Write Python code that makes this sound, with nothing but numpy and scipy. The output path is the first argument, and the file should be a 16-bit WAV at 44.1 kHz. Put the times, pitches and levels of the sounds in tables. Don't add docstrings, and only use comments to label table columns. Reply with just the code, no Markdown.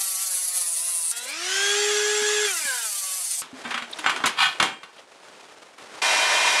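import sys
import numpy as np
from scipy import signal
from scipy.fft import rfft, irfft
from scipy.io import wavfile
from scipy.ndimage import uniform_filter1d, map_coordinates

SR = 44100
rng = np.random.default_rng(int(sys.argv[2]) if len(sys.argv) > 2 else 0)


def digitize_waveform(pressure):
    field = np.atleast_2d(pressure).T
    bounded = np.clip(field, -1, 1)
    quanta = np.round(bounded * 32767).astype(np.int16)
    wavfile.write(sys.argv[1], SR, quanta)


N = 291060
T = np.arange(N) / SR
HZ = np.fft.rfftfreq(N, 1 / SR)

GRIND_OFF_S, TOOL_OFF_S, SET_DOWN_S, GUN_ON_S = 1.117, 3.415, 4.59, 6.018
FREE_HZ, FULL_LOAD_HZ = 420.5, 197.8
# time_s, speed_hz
LONG_PRESS = [(2.45, FREE_HZ), (2.51, 382), (2.55, 346), (2.71, 260), (2.93, 199), (3.11, 187), (3.17, 189),
              (3.36, 143), (3.42, 140)]
PRESS_S = LONG_PRESS[0][0]


def amp(db):
    return 10 ** (np.asarray(db) / 20)


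def unit(x):
    return x / np.sqrt(np.mean(x ** 2) + 1e-20)


def steady(x, size=2000):
    return x / np.sqrt(abs(uniform_filter1d(x ** 2, size)) + 1e-9 * np.mean(x ** 2))


def curve(points):
    return np.interp(T, *np.transpose(points))


def at(points, hz=HZ):
    f, value = np.transpose(points)
    return np.interp(np.log(hz + 1), np.log(f), value)


def colour(x, db):
    return unit(irfft(rfft(x) * amp(db), N))


def butter(x, hz, kind):
    return signal.sosfilt(signal.butter(2, hz, kind, fs=SR, output="sos"), x)


def between(start, end, fade=0.0029):
    return np.clip((T - start) / fade + 1, 0, 1) * np.clip((end - T) / fade + 1, 0, 1)


def swell(middle_s, half_length_s):
    return np.exp(-((T - middle_s) / half_length_s) ** 2)


def drift(rate_hz):
    knots = np.arange(0, N / SR + 1, 1 / rate_hz)
    return unit(np.interp(T, knots, rng.standard_normal(4000)[:len(knots)]))


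def grains(spread_db):
    return unit(rng.standard_normal(N) * amp(spread_db * np.minimum(rng.exponential(1, N), 6)))


def resonate(x, hz, width_hz):
    turn = np.exp(2j * np.pi * np.cumsum(hz * np.ones(N)) / SR)
    for width in (width_hz, 2 * width_hz):
        pole = np.exp(-np.pi * width / SR)
        x = 2 * (turn * signal.lfilter([1 - pole], [1, -pole], x / turn)).real
    return x


def bell(hz, centre_hz, width_hz):
    return 1 / (1 + (2 * (hz - centre_hz) / width_hz) ** 2)


def add(mix, s, sound):
    part = mix[round(s * SR):][:len(sound)]
    part += sound[:len(part)]


def room_tone():
    # frequency_hz, gain_db
    spectrum = [(30, -21), (100, -7), (300, 6.5), (600, 13.5), (2000, -12), (8000, -18), (15000, -19)]
    return amp(-69) * colour(rng.standard_normal(N), at(spectrum))


def handling(resting_db=-53.5):
    # middle_s, level_db, half_length_s
    moves = [(3.69, -40.5, 0.12), (4.11, -37.5, 0.15), (4.548, -46, 0.13), (4.978, -49.5, 0.039),
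             (5.39, -48, 0.24), (5.626, -46, 0.0098), (5.833, -44.5, 0.038), (5.957, -40, 0.05)]
    # frequency_hz, gain_db
    spectrum = [(30, -55), (60, -27), (190, -14.5), (420, -4), (770, -5), (1000, -6), (1800, -9),
                (3000, -12), (6500, -18.5), (9500, -22.5), (12000, -36), (15500, -52)]
    power = amp(resting_db) ** 2 + sum(amp(db) ** 2 * swell(s, half) for s, db, half in moves)
    rub = colour(grains(spread_db=3), at(spectrum))
    return rub * np.sqrt(power) * amp(1.6 * drift(90)) * between(TOOL_OFF_S, GUN_ON_S)


def rings_and_squeaks():
    # middle_s, level_db, pitch_hz, width_hz, half_length_s
    bursts = [(1.21, -42, 3950, 200, .05), (1.25, -47, 510, 60, .025), (1.285, -43, 4050, 300, .02),
              (1.31, -46, 590, 80, .03), (1.32, -36, 2370, 150, .045), (2.75, -35, 1500, 60, .035),
              (3.916, -42, 9200, 1800, .004), (3.934, -31, 3700, 600, .006), (3.975, -45, 5600, 800, .008),
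              (3.993, -42, 9300, 1800, .007), (4.945, -55, 3500, 1500, .012), (4.988, -51, 3100, 900, .018)]
    out = np.zeros(N)
    for s, db, hz, width, half in bursts:
        out += amp(db) * unit(resonate(rng.standard_normal(N), hz, width)) * swell(s, half)
    return out


def tub_bumps(size=18000):
    # start_s, level_db, pitch_hz, t60_s
    bumps = [(2.217, -34.5, 245.3, 0.061), (2.286, -49, 202, 0.058), (2.65, -36.5, 247.7, 0.035),
             (3.529, -33.5, 262, 0.2), (3.651, -35, 240, 0.26), (3.746, -37, 239, 0.19),
             (3.819, -39.5, 236, 0.23), (3.988, -38, 308, 0.23), (4.059, -42, 270, 0.17),
             (4.239, -27, 280, 0.03), (4.61, -28, 344, 0.14)]
    out, t = np.zeros(N), T[:size]
    for s, db, hz, t60 in bumps:
        thud = unit(butter(rng.standard_normal(size), [90, 330], "band"))
        envelope = amp(db - 60 * t / t60) * np.minimum(t / 0.0019, 1)
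        add(out, s, envelope * (np.sin(2 * np.pi * hz * t) + 0.13 * thud))
    return out


def housing_ring(t, grip=1):
    # pitch_hz, gain_db, t60_s
    modes = [(773.3, -0.5, 0.32), (1109, -2, 0.21), (1288, 6, 0.15), (1523, 4.5, 0.33), (1770, -8, 0.48),
             (1870, -2, 0.38), (2187, -1.5, 0.33), (2380, -1, 0.46), (2780, 0, 0.25), (2810, -3, 0.34),
             (3050, -2, 0.083), (3198, 0, 0.42), (3500, 1, 0.17), (4080, -8, 0.22), (4200, -9, 0.32),
             (4670, -23, 0.28), (4780, -8, 0.29), (6450, -13.5, 0.34), (7260, -12, 0.38), (8100, -18, 0.48)]
    out = np.zeros(len(t))
    for hz, db, t60 in modes:
        pitch = hz * (1 + .025 * grip * rng.standard_normal())
        damped_t60 = t60 * (1 - .4 * grip)
        envelope = amp(db + 2.2 * rng.standard_normal() - 60 * t / damped_t60)
        out += envelope * np.sin(2 * np.pi * (pitch * t + rng.random()))
    return out


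def housing_scrape():
    # time_s, gain_db
    slide = [(4.36, -39), (4.381, -25), (4.391, -17), (4.432, -12.5), (4.58, -40.5)]
    # frequency_hz, gain_db
    spectrum = [(88, -51), (150, -14.5), (583, -58), (736, -2.5), (827, -4.5), (1150, 1), (1320, -14),
                (1450, -6), (2140, -7.5), (2360, 0.5), (2920, -8.5), (3280, -1.5), (5990, -20.5),
                (10500, -25), (15500, -58)]
    slips = grains(spread_db=1.5)
    ringing = unit(signal.fftconvolve(slips, housing_ring(T[:SR // 2]))[:N])
    envelope = amp(curve(slide) + 1.3 * drift(200)) * between(4.36, 4.58, fade=0.026)
    return envelope * (amp(-6) * colour(slips, at(spectrum)) + amp(-6.5) * ringing)


def housing_knocks(size=22050):
    # start_s, level_db, bass_db, treble_db, chatter_s
    blows = [(3.418, -31, 6, 22, 0.0027), (3.651, -21.5, -13, -16, 0.0035), (3.705, -21.5, -14, 4, 0.017),
             (3.741, -18.5, -22, 3, 0.0075), (3.775, -23, -20, 8.5, 0.0092), (3.822, -27, -44, 9, 0.0045),
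             (3.986, -29, -30, 18, 0.01), (4.042, -20, -3, -12, 0.003), (4.061, -9.5, -10, -1, 0.0029),
             (4.094, -15.5, -11, 9.5, 0.0079), (4.161, -23, 0, 12, 0.0031), (4.2, -26, 1, -34, 0.0098),
             (4.238, -13, 4, -1, 0.0044), (4.256, -23, 5.5, 27.5, 0.012), (4.266, -18, -13, 14.5, 0.011),
             (4.599, -11.5, 1.5, 10.5, 0.005), (4.626, -14, 6, 17.5, 0.0017), (4.831, -34.5, 0, 11, 0.0086),
             (5.782, -41, -2, 18, 0.0048)]
    # frequency_hz, gain_db
    steel = [(30, -70), (60, -28), (240, 3), (490, -3), (770, 2), (1000, 12), (1500, 7.5), (1900, 4),
             (2500, 2), (3260, -1.5), (5100, -14.5), (8000, -20.5), (10500, -23.5), (13000, -41),
             (15500, -50)]
    # frequency_hz, t60_s
    clank_decay = [(100, 0.33), (400, 0.38), (1200, 0.31), (3000, 0.32), (8000, 0.22), (15000, 0.21)]
    out, t = np.zeros(N), T[:size]
    for s, db, bass_db, treble_db, chatter_s in blows:
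        hz, age_s, spectra = signal.stft(rng.standard_normal((2, size)), SR, nperseg=512)
        tilt_db = bass_db / (1 + (hz / 700) ** 4) + treble_db * hz ** 3 / (hz ** 3 + 3500 ** 3)
        spectra *= (unit(amp(at(steel, hz))) * amp(tilt_db))[:, None]
        spectra[1] *= amp(-60 * age_s / at(clank_decay, hz)[:, None])
        crack, clank = signal.istft(spectra, SR, nperseg=512)[1][:, :size]
        ring = housing_ring(t, grip=float(s < SET_DOWN_S))
        onset_rms = np.sqrt(np.mean(ring[:600] ** 2))
        body = clank + amp(-.5) * ring / onset_rms
        blow = crack * np.exp(-t / (chatter_s + 0.0008)) + amp(-10.5) * body
        attack = np.minimum(t / (0.00072 + 0.26 * chatter_s), 1)
        add(out, s, amp(db) * blow * attack)
    return out


def heat_gun(roar_db=-21):
    # frequency_hz, gain_db
    air = [(53, -80), (90, -48), (328, -14), (538, -10), (599, -4), (963, -6.5), (1170, -5), (2000, -4),
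           (2280, -7), (2430, -6.5), (2890, -6.5), (3220, -4.5), (8480, -13), (11200, -22.5), (15500, -54)]
    # centre_hz, width_hz, strength
    barrel = [(998, 156, 8.5), (1788, 30, 5), (2100, 230, 0.5), (2500, 37, 7), (2710, 36, 3.3),
              (3134, 52, 5), (3830, 32, 9), (5760, 71, 11)]
    # pitch_hz, level_db
    fan_tones = [(604.3, -42), (656, -40), (755.3, -37.5), (944, -36.5), (1510.7, -36.5), (2417.4, -29),
                 (2719, -42), (3022, -42), (5134, -41), (7251, -59)]
    barrel_db = 0.91 * sum((8 + 0.41 * strength) * bell(HZ, hz, width) for hz, width, strength in barrel)
    roar = colour(rng.standard_normal(N), at(air) + barrel_db) * amp(roar_db + .5 * drift(40))
    fan_time = np.cumsum(1 + 0.00034 * drift(15)) / SR
    fan = np.zeros(N)
    for hz, db in fan_tones:
        fan += amp(db + 1.3 * drift(14)) * np.sqrt(2) * np.sin(2 * np.pi * (hz * fan_time + rng.random()))
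    return (roar + fan) * between(GUN_ON_S + 0.0018, N / SR)


def strokes(ease_s=.09, sag_s=.09):
    # start_s, bite_hz, bogged_hz, settled_grind_db, squeal_db
    passes = [(0, 196.7, 186.9, -29.5, -28), (.24, 194.2, 179, -30, -29), (.575, 183.3, 164.5, -30.5, -28),
              (0.888, 177.4, 163.3, -33, -27)]
    state = np.zeros((4, N))
    for s, bite_hz, bogged_hz, grind_db, squeal_db in passes:
        takeover = np.clip((T - s) / ease_s + 1, 0, 1)
        bite = np.exp(-np.maximum(T - s, 0) / sag_s)
        speed = bogged_hz + (bite_hz - bogged_hz) * bite
        stroke = np.array([speed, grind_db + 2.5 * bite, np.full(N, squeal_db), 5.5 * bite])
        state += takeover * (stroke - state)
        state[1:3] -= 2 * np.sin(np.pi * takeover) ** 2
    return state


def spin_up(start_hz=228, clear_hz=253, clear_s=1.27, rise_s=.176):
    grazing_hz = np.interp(T, [GRIND_OFF_S, clear_s], [start_hz, clear_hz])
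    return FREE_HZ + (grazing_hz - FREE_HZ) * np.exp(-np.maximum(T - clear_s, 0) / rise_s)


def polishing(press_grind_db=-29.5, press_squeal_db=-34.5, unload_s=0.089):
    # time_s, extra_db
    labour = [(1.12, -1.5), (1.38, -1.5), (1.56, 2), (2.05, -.5), (2.45, 0), (2.56, -3.5), (2.75, 5),
              (2.92, .5), (3.08, 3.5), (3.42, -6)]
    pressing = T >= PRESS_S
    later_speed = np.where(pressing, curve(LONG_PRESS), spin_up())
    later = [later_speed, np.full(N, press_grind_db), np.full(N, press_squeal_db), curve(labour)]
    speed, grind_db, squeal_db, labour_db = np.where(T < GRIND_OFF_S, strokes(), later)
    slowed = np.clip((FREE_HZ - speed) / (FREE_HZ - FULL_LOAD_HZ), 0, 1) ** 0.57
    load = np.where(pressing, slowed, np.exp(-np.maximum(T - GRIND_OFF_S, 0) / unload_s))
    return speed, load, grind_db, squeal_db, labour_db


def revolving(x, turns, memory, throb, count=8):
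    earlier = (np.rint(np.interp(turns - k, turns, np.arange(N))).astype(int) for k in range(count))
    repeated = sum(memory ** k * x[i] * (i > 0) for k, i in enumerate(earlier))
    return repeated * (1 + throb * np.cos(2 * np.pi * turns))


def hand_held(x):
    delay_s = .0016 + .00022 * drift(6)
    echo = map_coordinates(butter(x, 700, "high"), [(T - delay_s) * SR], order=3)
    return .93 * x + .38 * echo


def whine(orders, turns, speed, smear):
    # centre_hz, width_hz, peak_db
    shell = [(547, 89, 12.5), (1008, 41, 6.5), (1583, 320, 11), (1630, 240, 4), (2380, 143, 16),
             (3220, 520, 6.5)]
    out = np.zeros(N)
    for order, db in orders:
        waver_db = 1.5 * drift(45) + 1.4 * drift(10)
        shell_db = sum(peak_db * bell(order * speed, hz, width) for hz, width, peak_db in shell)
        phase = 2 * np.pi * order * turns + smear * order * drift(110)
        out += amp(db + waver_db + shell_db) * np.sin(phase)
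    return unit(out)


def motor(turns, speed, load, labour_db):
    # shaft_multiple, gain_db
    free_orders = [(2, 1.5), (3, -4), (3.5, -6), (3.75, -11), (4, 1), (4.5, -27), (5, -6), (6, -11),
                   (6.5, -12), (7, -29), (7.75, 2.5), (8, -2), (8.25, 5.5), (9, -35), (10, -21), (11, 4),
                   (13, 2.5), (14, 6), (15, 6.5), (16, 8.5), (17, 2.5), (18, 9.5), (19, -17), (20, -23),
                   (22, -17), (23, -9), (24, 0), (25, -19)]
    # shaft_multiple, gain_db
    loaded_orders = [(2, -21), (3, -4.5), (4, 3), (5, -17), (6, 10.5), (7, 2), (8, -30), (9, -38), (10, -8),
                     (11, -3.5), (12, -2), (13, -5), (14, -3), (16, 7), (17, -19), (21, -10), (23, 12.5),
                     (26, -7)]
    # frequency_hz, gain_db
    brushes = [(100, -46), (200, -37.5), (350, -24), (600, -16.5), (1150, -11), (1400, -8.5), (1700, -3.5),
               (2100, -6), (2800, -5.5), (3250, -8.5), (3750, -6.5), (4300, -8.5), (7200, -9.5),
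               (10000, -15), (12500, -28.5), (15500, -43)]
    octaves = np.log2(speed / FREE_HZ)
    motor_db = -27 + 17.5 * octaves + 6 * load + labour_db
    hum_db = -37 + 31.5 * octaves + 10.5 * bell(speed, centre_hz=415.3, width_hz=24.5)
    hum = amp(hum_db) * (1 - load) * np.sqrt(2) * np.sin(2 * np.pi * turns)
    hz_per_s = uniform_filter1d(np.gradient(speed) * SR, size=4000)
    smear = .017 + .022 * load + .055 * np.minimum(abs(hz_per_s) / 500, 1)
    free = amp(4) * whine(free_orders, turns, speed, smear)
    loaded = amp(-3.5) * whine(loaded_orders, turns, speed, smear)
    rubbing = steady(revolving(grains(spread_db=2), turns, memory=.2 + .45 * load, throb=0.034))
    rasp = colour(rubbing, at(brushes)) * amp(-5.6 * load + 0.16 * drift(26.1))
    return hum + amp(motor_db) * hand_held(np.sqrt(1 - load) * free + np.sqrt(load) * loaded + rasp)


def wheel(turns, speed, grind_db, squeal_db, land_s=0.066, bogged_hz=179.6):
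    # frequency_hz, gain_db
    grit_spectrum = [(60, -72), (150, -58), (400, -42), (700, -16.5), (1500, -20.5), (3000, -14.5),
                     (4500, -10.5), (6500, -5.5), (8500, 0), (11000, -4.5), (12500, -14), (15500, -26)]
    # centre_hz, width_hz, peak_db
    bracket = [(4600, 350, 5), (6100, 400, 3)]
    # shaft_multiple, width_hz, gain_db
    squeal_bands = [(50.3, 450, -7), (57, 260, -2), (59.3, 800, 0)]
    # middle_s, level_db, half_length_s
    grazes = [(1.125, -33.5, 0.017), (1.178, -29.5, 0.02), (1.214, -40, 0.009), (1.244, -35, 0.022),
              (1.293, -35.5, 0.023), (1.324, -51, 0.014), (2.459, -32, 0.0093), (2.485, -42, 0.014)]
    landing = np.clip((T - PRESS_S) / land_s, 0, 1)
    contact = between(0, GRIND_OFF_S) + between(PRESS_S, TOOL_OFF_S) * landing
    bogged = amp(-0.3 * np.maximum(speed - bogged_hz, 0))
    bracket_db = sum(db * bell(HZ, hz, width) for hz, width, db in bracket)
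    tearing = revolving(grains(spread_db=0), turns, memory=.72, throb=0.043)
    grit = steady(colour(tearing, at(grit_spectrum) + bracket_db))
    slips = revolving(grains(spread_db=-1.5), turns, memory=.72, throb=0.34)
    squeal = sum(amp(db) * steady(resonate(slips, order * speed, width))
                 for order, width, db in squeal_bands)
    grazing = sum(amp(db) * swell(s, half) for s, db, half in grazes)
    grinding = (amp(grind_db) * contact + grazing) * grit
    squealing = amp(squeal_db) * contact * bogged * unit(squeal)
    return butter((grinding + squealing) * amp(1.16 * drift(70)), 300, "high")


def rotary_tool(snag_share=.004):
    # delay_s, gain
    tub_echoes = [(.0013, -0.13), (.0031, 0.079), (.0059, -0.091), (0.012, 0.0095)]
    speed, load, grind_db, squeal_db, labour_db = polishing()
    turns = np.cumsum(speed * (1 + 0.00064 * drift(40) + snag_share * load * drift(24))) / SR
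    out = motor(turns, speed, load, labour_db) * between(0, TOOL_OFF_S)
    out += wheel(turns, speed, grind_db, squeal_db)
    bright = butter(out, 900, "high")
    for delay_s, gain in tub_echoes:
        add(out, delay_s, gain * bright)
    return out


def scene():
    mix = room_tone() + rotary_tool() + rings_and_squeaks()
    mix += housing_knocks() + tub_bumps() + housing_scrape() + handling() + heat_gun()
    return np.array([mix, mix])


def record(dry):
    band_limit = signal.firwin(511, 15700, window=("kaiser", 9), fs=SR)
    return signal.oaconvolve(butter(dry, 65, "high"), band_limit[None], "same")


dry = scene()
out = record(dry)
digitize_waveform(out)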